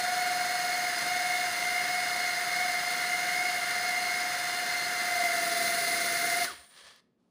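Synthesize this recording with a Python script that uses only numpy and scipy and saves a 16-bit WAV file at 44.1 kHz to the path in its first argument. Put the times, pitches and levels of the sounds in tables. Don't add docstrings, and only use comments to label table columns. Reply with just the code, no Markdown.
import sys
import numpy as np
from scipy import signal
from scipy.fft import rfft, irfft
from scipy.io import wavfile
from scipy.ndimage import uniform_filter1d

SR = 44100
rng = np.random.default_rng(int(sys.argv[2]) if len(sys.argv) > 2 else 0)


def generate_wav(sig):
    pcm = np.round(np.clip(np.atleast_2d(sig).T, -1, 1) * 32767).astype(np.int16)
    wavfile.write(sys.argv[1], SR, pcm)


N = 321930
TIME = np.arange(N) / SR
FREQS = np.fft.rfftfreq(N, 1 / SR)


def amp(db):
    return 10 ** (np.asarray(db) / 20)


def unit(x):
    return x / np.sqrt(np.mean(abs(x) ** 2) + 1e-20)


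def follow(rows):
    s, *columns = np.transpose(rows)
    return [np.interp(TIME, s, column) for column in columns]


def read(points, hz=FREQS):
    f, value = np.transpose(points)
    return np.interp(np.log(hz + 1), np.log(f), value)


def colour(x, gain):
    return unit(irfft(rfft(x) * gain, N))


def noise(gain):
    return colour(rng.standard_normal(N), gain)


def wander(rate_hz):
    return noise(1 / (1 + (FREQS / rate_hz) ** 2))


def bell(hz, width_hz):
    return 1 / (1 + (2 * (FREQS - hz) / width_hz) ** 2)


def boost(modes):
    return sum(db * bell(hz, width) for hz, width, db in modes)


# frequency in Hz, relative density in dB per Hz.
AMBIENCE_SPECTRUM = [(18, -55), (30, -28.5), (136, -3), (247, 1.5), (320, -10.5), (364, -2.5), (881, -20.5),
                     (1690, -27), (3500, -33), (15000, -48)]


def ambience(level_db):
    return amp(level_db) * noise(amp(read(AMBIENCE_SPECTRUM)))


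# frequency in Hz, time to fall by 60 dB in seconds.
ROOM_DECAY = [(200, 0.44), (1000, 0.55), (4000, 0.37), (14000, 0.32)]


def room(x):
    hz, t, z = signal.stft(rng.standard_normal(SR // 2), SR, nperseg=256)
    decay_db = -60 * t / read(ROOM_DECAY, hz)[:, None]
    late = t > .004
    tail = signal.istft(z * amp(decay_db) * late, SR, nperseg=256)[1]
    return signal.fftconvolve(x, tail / np.linalg.norm(tail))[:N]


# centre in seconds, length in seconds, level of the rumble in dB.
GRIP_SHIFTS = [(6.568, .15, -68), (6.857, .08, -69.5)]
# frequency in Hz, relative density in dB per Hz.
FINGER_SPECTRUM = [(80, -16), (200, 18), (500, -2.5), (1100, -2), (2000, -16), (4500, -13), (7500, -22),
                   (9600, -19.5), (12000, -31.5)]
FINGERS_S, FINGERS_RISE_S, FINGERS_DB = 7.175, .025, -74


def hand(grip_hz):
    grip = sum(amp(db) * np.exp(-(2 * (TIME - s) / length) ** 2) for s, length, db in GRIP_SHIFTS)
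    brush = amp(FINGERS_DB) * np.clip((TIME - FINGERS_S) / FINGERS_RISE_S, 0, 1)
    return grip * noise(bell(grip_hz, 30) ** 2) + brush * noise(amp(read(FINGER_SPECTRUM)))


# start in seconds, peak level in dB.
CLICK_TIMES = [(6.444, -19), (6.961, -47)]
# frequency in Hz, relative density in dB per Hz.
CLICK_SPECTRUM = [(100, -17), (600, -5.5), (2000, -6), (5000, 11), (10000, -9), (15000, 0)]


def clicks(decay_s):
    out = np.zeros(N)
    for s, db in CLICK_TIMES:
        burst = noise(amp(read(CLICK_SPECTRUM))) * (TIME >= s) * np.exp(-abs(TIME - s) / decay_s)
        out += amp(db) * burst / abs(burst).max()
    return out


OFF_S, COAST_S, DRAG_S = 6.447, .565, .106


def coasting():
    since = np.maximum(TIME - OFF_S, 0)
    return np.maximum(1 - since / COAST_S, 0) / (1 + since / DRAG_S)


# time in seconds, how far the openings face the microphone from 0 to 1.
FACING_CURVE = [(0, 0.16), (4.9, 0.08), (5.2, 0.4), (5.6, 0.98), (6.45, 0.94)]


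def facing():
    return np.clip(follow(FACING_CURVE)[0], 0, 1)


# frequency in Hz, relative density in dB per Hz.
RATTLE_SPECTRUM = [(100, -26), (350, -13), (540, -1), (750, -7), (1150, 0.5), (1400, -4.5), (1900, -0.5),
                   (2400, -4), (3400, -2), (4500, -1), (7000, -12), (10000, -12), (11500, -25),
                   (15000, -28)]
# frequency in Hz, width in Hz, boost in dB.
RATTLE_MODES = [(1730, 120, 7.5), (3300, 160, 6)]
SCRAPE_DB, SCRAPE_SHARE = -45, 0.57
CHATTER_DB, CHATTER_POWER = -36.3, 0.64
CHATTER_SHARE, CHATTER_ONSET = 0.099, 0.029


def rattle(angles, ticks_per_s, grit, pulsing, uneven_db):
    share = coasting()
    scrape = amp(SCRAPE_DB) * np.minimum(share / SCRAPE_SHARE, 1) ** 2 * (TIME > OFF_S)
    onset = (1 + np.tanh((CHATTER_SHARE - share) / (2 * CHATTER_ONSET))) / 2
    chatter = amp(CHATTER_DB) * share ** CHATTER_POWER * onset
    ticks = unit(rng.choice([-1., 1.], N) * (rng.random(N) < ticks_per_s / SR))
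    gate = (1 + pulsing * np.cos(angles).sum(0)) * amp(uneven_db * wander(20))
    grain = (rng.standard_normal(N) + grit * ticks) * gate
    return np.hypot(scrape, chatter) * colour(grain, amp(read(RATTLE_SPECTRUM) + boost(RATTLE_MODES)))


# frequency in Hz, relative density in dB per Hz.
SLIDE_SPECTRUM = [(3000, -42.5), (7600, -11.5), (8400, -14), (8900, 6.5), (9600, -6.5), (10700, -10),
                  (11400, -15.5), (14200, -23), (15300, -7.5)]


def slide(level_db):
    speed_gain = np.sqrt(np.maximum(coasting() - .012, 0))
    return amp(level_db) * noise(amp(read(SLIDE_SPECTRUM))) * speed_gain


# frequency in Hz, width at half power in Hz, relative level in dB.
BOX_MODES = [(1447, 175, -3), (1580, 74, -5.5), (1600, 44, 1.5), (1742, 57, 3), (1855, 87, 0),
             (1930, 30, -6), (1994, 53, 2), (2102, 150, 1)]


def box(level_db, drift_db):
    power = sum(amp(db) ** 2 * bell(hz, 1.55 * width) ** 2 for hz, width, db in BOX_MODES)
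    return amp(level_db + drift_db * wander(4.8)) * noise(np.sqrt(power)) * coasting() ** 3.0


# frequency in Hz, relative density in dB per Hz.
AWAY_SPECTRUM = [(30, -27.5), (55, -26), (75, -12.5), (160, -2.5), (350, -2), (850, 1), (1250, 3),
                 (2500, -1), (3300, -1.5), (6000, -2), (8100, -7.5), (10500, -8.5), (13500, -14.5),
                 (16000, -26)]
FACING_SPECTRUM = [(30, -32), (55, -30), (75, -18), (160, -3.5), (400, 1.5), (850, -6.5), (1250, 1),
                   (2400, -2), (3200, -5.5), (4400, 0.5), (5500, -2), (7800, -7), (10500, -3),
                   (13500, -16.5)]
# frequency in Hz, width in Hz, boost in dB.
CAN_MODES = [(4170, 680, 3.5), (4860, 27, 2.5), (6460, 270, 4.5), (9450, 1100, 6.5), (14800, 820, 9),
             (15020, 780, 10)]
RUSH_DB, RUSH_FACING_DB = -37.5, 4.5


def rush(angles, pulsing, throb):
    fast, slow = angles
    gate = 1 + pulsing * (np.cos(fast) + np.cos(slow)) + throb * np.cos(fast - slow)
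    hiss = rng.standard_normal(N) * gate * amp(0.86 * wander(130))
    turned = facing()
    away = colour(hiss, amp(read(AWAY_SPECTRUM) + boost(CAN_MODES)))
    toward = colour(hiss, amp(read(FACING_SPECTRUM) + boost(CAN_MODES)))
    mix = (1 - turned) * away + turned * toward
    return amp(RUSH_DB + RUSH_FACING_DB * turned) * mix * coasting() ** 3.2


# time in seconds, shaft speed of the faster one in Hz.
SPEED_CURVE = [(0, 724.2), (0.87, 721.4), (1, 712.8), (1.11, 723.7), (1.4, 722.6), (1.51, 716),
               (1.95, 723.7), (2.3, 717.7), (2.53, 717.7), (2.62, 724), (2.75, 718.2), (3.55, 721.4),
               (3.73, 715.6), (3.83, 720.8), (4.95, 716), (5.42, 707.7), (6.17, 709.2), (6.42, 721)]
# time in seconds, lag in Hz.
LAG_CURVE = [(0, 22.65), (.8, 20.97), (1.6, 22.48), (4, 22.53), (4.5, 20.8), (5, 22.49), (6.45, 22.16)]
WOBBLE_HZ, WOBBLE_RATE_HZ = 1.2, 6.97
SURGE_DB_PER_HZ, SETTLE_S = 0.7, 1.2


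def supply():
    fast_hz = follow(SPEED_CURVE)[0] + WOBBLE_HZ * wander(WOBBLE_RATE_HZ)
    surge_hz = fast_hz - uniform_filter1d(fast_hz, round(SETTLE_S * SR))
    return fast_hz, fast_hz - follow(LAG_CURVE)[0], SURGE_DB_PER_HZ * surge_hz


# time in seconds, unbalance tone in dB, blade tone in dB.
FAST_LEVELS = [(0, -34, -42.5), (.95, -35, -39.5), (1.2, -37, -39), (4.1, -38, -40.5), (4.98, -42.5, -58),
               (5.2, -34, -42), (5.85, -38.5, -41.5), (6.45, -42, -45.5)]
SLOW_LEVELS = [(0, -41.5, -57), (1.3, -44.5, -38), (3.6, -45, -40), (5.03, -48, -39.5), (5.189, -35, -37.5),
               (6.05, -38.5, -39), (6.45, -37, -39)]
# multiple of the shaft speed, level in dB, roughness from 0 to 1,
# change in dB as the openings face the microphone.
FAST_OVERTONES = [(2, -46.5, 0.1, 0), (4, -54, .6, 0.5), (5, -54, 0.47, 4), (6, -47.5, 1, -1.5),
                  (7, -48, 0.43, -3), (9, -54.5, 0.9, 1), (11, -68.5, .3, -2), (13, -63, .8, -6.5)]
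SLOW_OVERTONES = [(2, -52.5, 1, 0), (4, -52.5, 0.47, -0.5), (5, -61.5, .45, 4), (6, -50, .8, -1),
                  (7, -51, 1, 0.5), (9, -56.5, 0.64, 0.5)]
# share of full speed, gain of the unbalance tone in dB, gain of the blade tone in dB.
BOX_RADIATION = [(0, -90, -90), (.38, -60, -50), (.45, -30, -20), (.51, -21, -8), (.61, -17, -5),
                 (.73, -24, 1), (.83, -22, -15), (.93, -15, -8), (1, 0, .6)]


def motor(speed_hz, swell_db, tones, whine, flutter_hz, blade_rough, smear_hz, waver_db):
    shaft_db, blade_db = follow(tones) + swell_db
    share = coasting()
    turning_hz = (speed_hz + flutter_hz * wander(24.95)) * share
    angle = 2 * np.pi * np.cumsum(turning_hz) / SR

    def partial(order, rough):
        rough = np.clip(rough, 0, 1)
        smear = unit(wander(smear_hz * order) + 1j * wander(smear_hz * order))
        envelope = np.sqrt(1 - rough) + np.sqrt(rough) * smear
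        return np.sqrt(2) * (envelope * np.exp(1j * order * angle)).real

    shares, *columns = np.transpose(BOX_RADIATION)
    shaft_gain_db, blade_gain_db = (np.interp(share, shares, column) for column in columns)
    tremble_db = .7 * wander(12)
    shaft = amp(shaft_db + shaft_gain_db + tremble_db) * np.sqrt(2) * np.cos(angle)
    blade_level = amp(blade_db + blade_gain_db + waver_db * wander(5))
    blades = blade_level * partial(order=3, rough=blade_rough)
    turned = facing()
    overtones = np.zeros(N)
    for order, db, rough, facing_db in whine:
        level = amp(db + facing_db * turned + 1.45 * wander(2.5))
        overtones += level * partial(round(order), rough)
    return shaft + blades + overtones * share ** 5, angle


def scene():
    fast_hz, slow_hz, swell_db = supply()
    fast, fast_angle = motor(fast_hz, swell_db, FAST_LEVELS, FAST_OVERTONES,
                             flutter_hz=1.136, blade_rough=0.066, smear_hz=8.9, waver_db=1.1)
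    slow, slow_angle = motor(slow_hz, 0.3 * swell_db, SLOW_LEVELS, SLOW_OVERTONES,
                             flutter_hz=1.41, blade_rough=0.31, smear_hz=13.6, waver_db=1.8)
    angles = [fast_angle, slow_angle]
    air = rush(angles, pulsing=0.096, throb=0.043) + box(level_db=-37, drift_db=.5)
    bearings = rattle(angles, ticks_per_s=730, grit=0.84, pulsing=0.14, uneven_db=1.4)
    noises = air + slide(level_db=-52) + bearings + clicks(decay_s=.002)
    echo = room(amp(-14.5) * noises + amp(-18) * (fast + slow))
    mono = fast + slow + noises + echo + hand(grip_hz=72.6) + ambience(level_db=-74)
    return np.array([mono, mono])


def record(dry):
    lowpass = signal.firwin(1023, 15560, window=("kaiser", 9), fs=SR)
    return signal.oaconvolve(dry, lowpass[None], "same")


dry = scene()
out = record(dry)
generate_wav(out)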